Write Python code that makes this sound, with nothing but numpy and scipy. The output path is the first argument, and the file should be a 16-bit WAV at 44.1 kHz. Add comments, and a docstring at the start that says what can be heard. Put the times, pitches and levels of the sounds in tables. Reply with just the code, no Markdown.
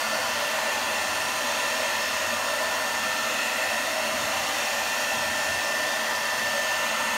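"""A handheld hair dryer roars steadily in a tiled bathroom, drying a dog's paw and shoulder.
Rushing air makes the housing and room ring, the intake howls and the nozzle hisses.
The eight-blade fan whines, its speed rippling with the mains power. As the hand turns the dryer,
the whine swells while its third harmonic and the roar ease a little.
Now and then the jet of air hits the coat with a soft, low rumble."""
import sys
import numpy as np
from scipy import signal
from scipy.fft import rfft, irfft, next_fast_len
from scipy.io import wavfile
from scipy.ndimage import uniform_filter1d, map_coordinates

SR = 44100
rng = np.random.default_rng(int(sys.argv[2]) if len(sys.argv) > 2 else 0)


def file_out(sig):
    """Save sig as 16-bit WAV at sys.argv[1]."""
    # one column per channel
    cols = np.atleast_2d(sig).T
    # limit, then scale
    lim = np.clip(cols, -1, 1)
    pcm = np.round(lim * 32767).astype(np.int16)
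    wavfile.write(sys.argv[1], SR, pcm)


N = 316180

# Tone colour of the air swirling inside the dryer: (frequency [Hz], relative level [dB])
ROAR_SPECTRUM = [(25, -37.2), (45, -26), (70, -14), (180, -17.5), (400, -9.5), (540, -12), (700, -5.5),
                 (1100, -5), (1700, -0.55), (2000, 0.5), (2280, -7), (3300, -4.5), (4200, -17.5),
                 (6000, -43)]
# Rise and fall of the howl at the air intake: (time [s], relative level [dB])
HOWL_LEVELS = [(0.0, -38), (0.56, -35.5), (1.29, -37), (2.46, -37), (2.7, -37), (5.04, -36.5), (6.4, -39),
               (6.81, -36), (7.17, -36.5)]
def air_roar(roar_db=-29.0, dip_per_swell=0.049, howl_hz=2620, howl_width_hz=520, rumble_hz=175):
    """Swirling air in three parts: a roar in the housing, a howl at the intake, a rumble on the coat."""
    howl_db, = curves(HOWL_LEVELS)
    howl_db = howl_db.mean() + 0.5 + 1.6 * (howl_db - howl_db.mean())  # a bit louder, with wider swings
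    air = swirling_air(ROAR_SPECTRUM, drift_db=1.6)
    howl = filtered(air, lambda hz: 1 / (1 + (2 * (hz - howl_hz) / howl_width_hz) ** 4))
    rumble = filtered(air, lambda hz: 1 / (1 + (hz / rumble_hz) ** 8))
    roar = amp(roar_db - dip_per_swell * whine_swell_db()) * unit(air - howl - rumble)
    return roar + amp(howl_db) * unit(howl) + coat_gusts() * unit(rumble)


# Tone colour of the air at the grille and nozzle: (frequency [Hz], relative level [dB])
HISS_SPECTRUM = [(2000, -31.5), (3700, -3), (4650, 0.3), (4950, -5.5), (5200, -1.5), (6200, 0),
                 (7150, -0.5), (7450, -7.5), (8800, -5.5), (9800, -9), (10450, -12.5), (11000, -9),
                 (13000, -12), (15600, -14.5)]
# Rise and fall of the hiss: (time [s], relative level [dB])
HISS_LEVELS = [(0.0, -36), (1.33, -35.5), (3.87, -36), (4.79, -35), (6.28, -36.5), (7.17, -36.5)]
def nozzle_hiss(ripple, boost_db=1.69, pulsing=0.025):
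    """Air hisses out of the nozzle, pulsing a little with the motor's turning force."""
    hiss_db, = curves(HISS_LEVELS)
    return amp(hiss_db + boost_db) * (1 + pulsing * ripple) * swirling_air(HISS_SPECTRUM, drift_db=2.0)


# How fast the motor spins: (time [s], speed [turns per second])
MOTOR_SPEEDS = [(0.0, 221.7), (3.0, 223.55), (3.7, 224.4), (4.9, 223.45), (5.7, 223.5), (6.4, 223.0)]
# The whine as the dryer is aimed about: (time [s], relative level [dB])
WHINE_LEVELS = [(0.0, -40.3), (0.12, -38.8), (0.32, -46.4), (0.48, -40.3), (1.97, -39.2), (2.18, -44.7),
                (2.66, -38.8), (3.26, -36.8), (3.34, -40.3), (3.79, -37.7), (3.95, -44.8), (4.51, -45.2),
                (4.71, -40.1), (5.84, -34.8), (6.0, -38.9), (6.69, -33.7), (6.97, -39.3), (7.17, -36.8)]
# Higher tones of the whine: (pitch [times the whine's], level [dB], change [dB per dB of swell])
WHINE_HARMONICS = [(2, -51, 0), (3, -51, -0.3)]
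# Faint tones of the motor: (pitch [times the motor speed], level [dB])
MOTOR_TONES = [(15, -60), (23, -62), (32, -61), (40, -68), (48, -69)]
def fan_whine(ripple, blades=8, boost_db=3.3, flutter_db=1.55, fading_db=4.5, pulsing=0.27):
    """Blades chop the air into a whine; the ripple in their speed adds a buzz to every tone."""
    speed, = curves(MOTOR_SPEEDS)
    whine_db, = curves(WHINE_LEVELS)
    speed *= 1 + 0.0033 * ripple + 0.00066 * wobble(25)  # mains ripple and a slight random waver
    motor_angle = 2 * np.pi * np.cumsum(speed) / SR
    blade_angle = blades * motor_angle
    whine = amp(whine_db + boost_db + flutter_db * wobble(20)) * np.sin(blade_angle)
    # each higher tone fades on its own in the room's loud and quiet spots
    harmonics = sum(
        amp(db + change * whine_swell_db() + fading_db * wobble(12)) * np.sin(multiple * blade_angle)
        for multiple, db, change in WHINE_HARMONICS)
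    motor = sum(amp(db + fading_db * wobble(6)) * np.sin(multiple * motor_angle)
                for multiple, db in MOTOR_TONES)
    return np.sqrt(2) * (whine + (1 + pulsing * ripple) * (harmonics + motor))


def whine_swell_db():
    """How far the aim of the dryer lifts the whine above its average level."""
    whine_db, = curves(WHINE_LEVELS)
    return whine_db - whine_db.mean()


# Moments when the jet catches the coat: (peak time [s], length [s], level [dB])
COAT_GUSTS = [(1.2, .3, -54), (4.22, 0.27, -47), (4.42, .2, -51), (5.27, 0.33, -50), (5.53, 0.13, -45),
              (6.445, 0.24, -52)]
def coat_gusts(steady_db=-56.0):
    """How hard the air beats on the coat: a steady amount plus a smooth bump for each gust."""
    t = np.arange(N) / SR
    bumps = sum(amp(db) ** 2 * np.exp(-8 * ((t - peak) / length) ** 2) for peak, length, db in COAT_GUSTS)
    return np.sqrt(amp(steady_db) ** 2 + bumps)


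# Low pitches at which the barrel and tiled room ring: (frequency [Hz], width [Hz], boost [dB])
ROOM_RESONANCES = [(89, 19, 8), (147, 14, 7), (218.5, 32, 11.5), (244.7, 41, 8.5), (296, 37, 8.5),
                   (448, 8.1, 5), (514, 33.4, 14.5), (575, 21.7, 17.5), (606, 30.5, 12),
                   (634.8, 19.7, 15.5), (666.5, 26, 9), (742.5, 22.5, 9), (781, 27, 10), (851, 18, 9.5),
                   (895.5, 39, 9), (948, 25, 5), (1009.5, 99, 10.5), (1104, 13, 7), (1194.5, 19, 9.5)]
# Higher pitches at which the housing rings: (frequency [Hz], width [Hz], boost [dB])
HOUSING_RESONANCES = [(1355, 84, 7.5), (1443, 48, 4.5), (1848, 25, 5.0), (1931, 97, 3.9), (2151, 31, 3.8),
                      (2399, 71, 6.1), (2570, 144, 7.1), (2727, 149, 8.8), (3136, 170, 3.3),
                      (4128, 142, 4.1), (4554, 190, 3.4)]
def resonance_db(hz):
    """The room and housing boost sound near the pitches at which they ring."""
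    return sum(db / (1 + (2 * (hz - centre) / width) ** 2)
               for centre, width, db in [*ROOM_RESONANCES, *HOUSING_RESONANCES])


def swirling_air(spectrum, drift_db):
    """Air noise whose tone colour drifts, because echoes shift as the dryer moves."""
    grid = signal.stft(rng.standard_normal(N), nperseg=1024)[2]  # noise split by pitch and time
    patches = rng.standard_normal(grid.shape)
    patches = uniform_filter1d(patches, size=3, axis=0)  # smooth across pitch
    patches = uniform_filter1d(patches, size=45, axis=1)  # smooth across time
    noise = signal.istft(grid * amp(drift_db * unit(patches)), nperseg=1024)[1][:N]
    return unit(filtered(noise, lambda hz: amp(along(spectrum, hz) + resonance_db(hz))))


def amp(db):
    """Turn decibels into a volume multiplier."""
    return 10 ** (np.asarray(db) / 20)


def unit(x):
    """Scale a signal to an average strength (rms) of 1."""
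    return x / np.sqrt(np.mean(x ** 2) + 1e-20)


def along(points, hz):
    """Read between the rows of a frequency table, on a pitch (log) scale."""
    frequencies, values = np.transpose(points)
    return np.interp(np.log(hz + 1), np.log(frequencies + 1), values)


def curves(rows):
    """Join the rows of a time table with straight lines, one value per sample."""
    times, *columns = np.transpose(rows)
    return [np.interp(np.arange(N) / SR, times, column) for column in columns]


def wobble(rate):
    """A smooth curve through `rate` random points a second."""
    return map_coordinates(rng.standard_normal(int(N * rate / SR) + 4), [np.arange(N) * rate / SR])


def filtered(x, response):
    """Turn each frequency of x up or down by response(hz)."""
    size = next_fast_len(N + SR // 2)
    return irfft(rfft(x, size) * response(np.fft.rfftfreq(size, 1 / SR)), size)[..., :N]


def scene(mains_hz=60):
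    """The whole dryer, running on mains power, the same in both channels."""
    ripple = np.sin(2 * np.pi * mains_hz * np.arange(N) / SR)
    dryer = air_roar() + nozzle_hiss(ripple) + fan_whine(ripple)
    return np.array([dryer, dryer])


def record(dry):
    """The microphone loses the very highest treble."""
    top_hz = 15750
    return filtered(dry, lambda hz: hz < top_hz)


dry = scene()
out = record(dry)
file_out(out)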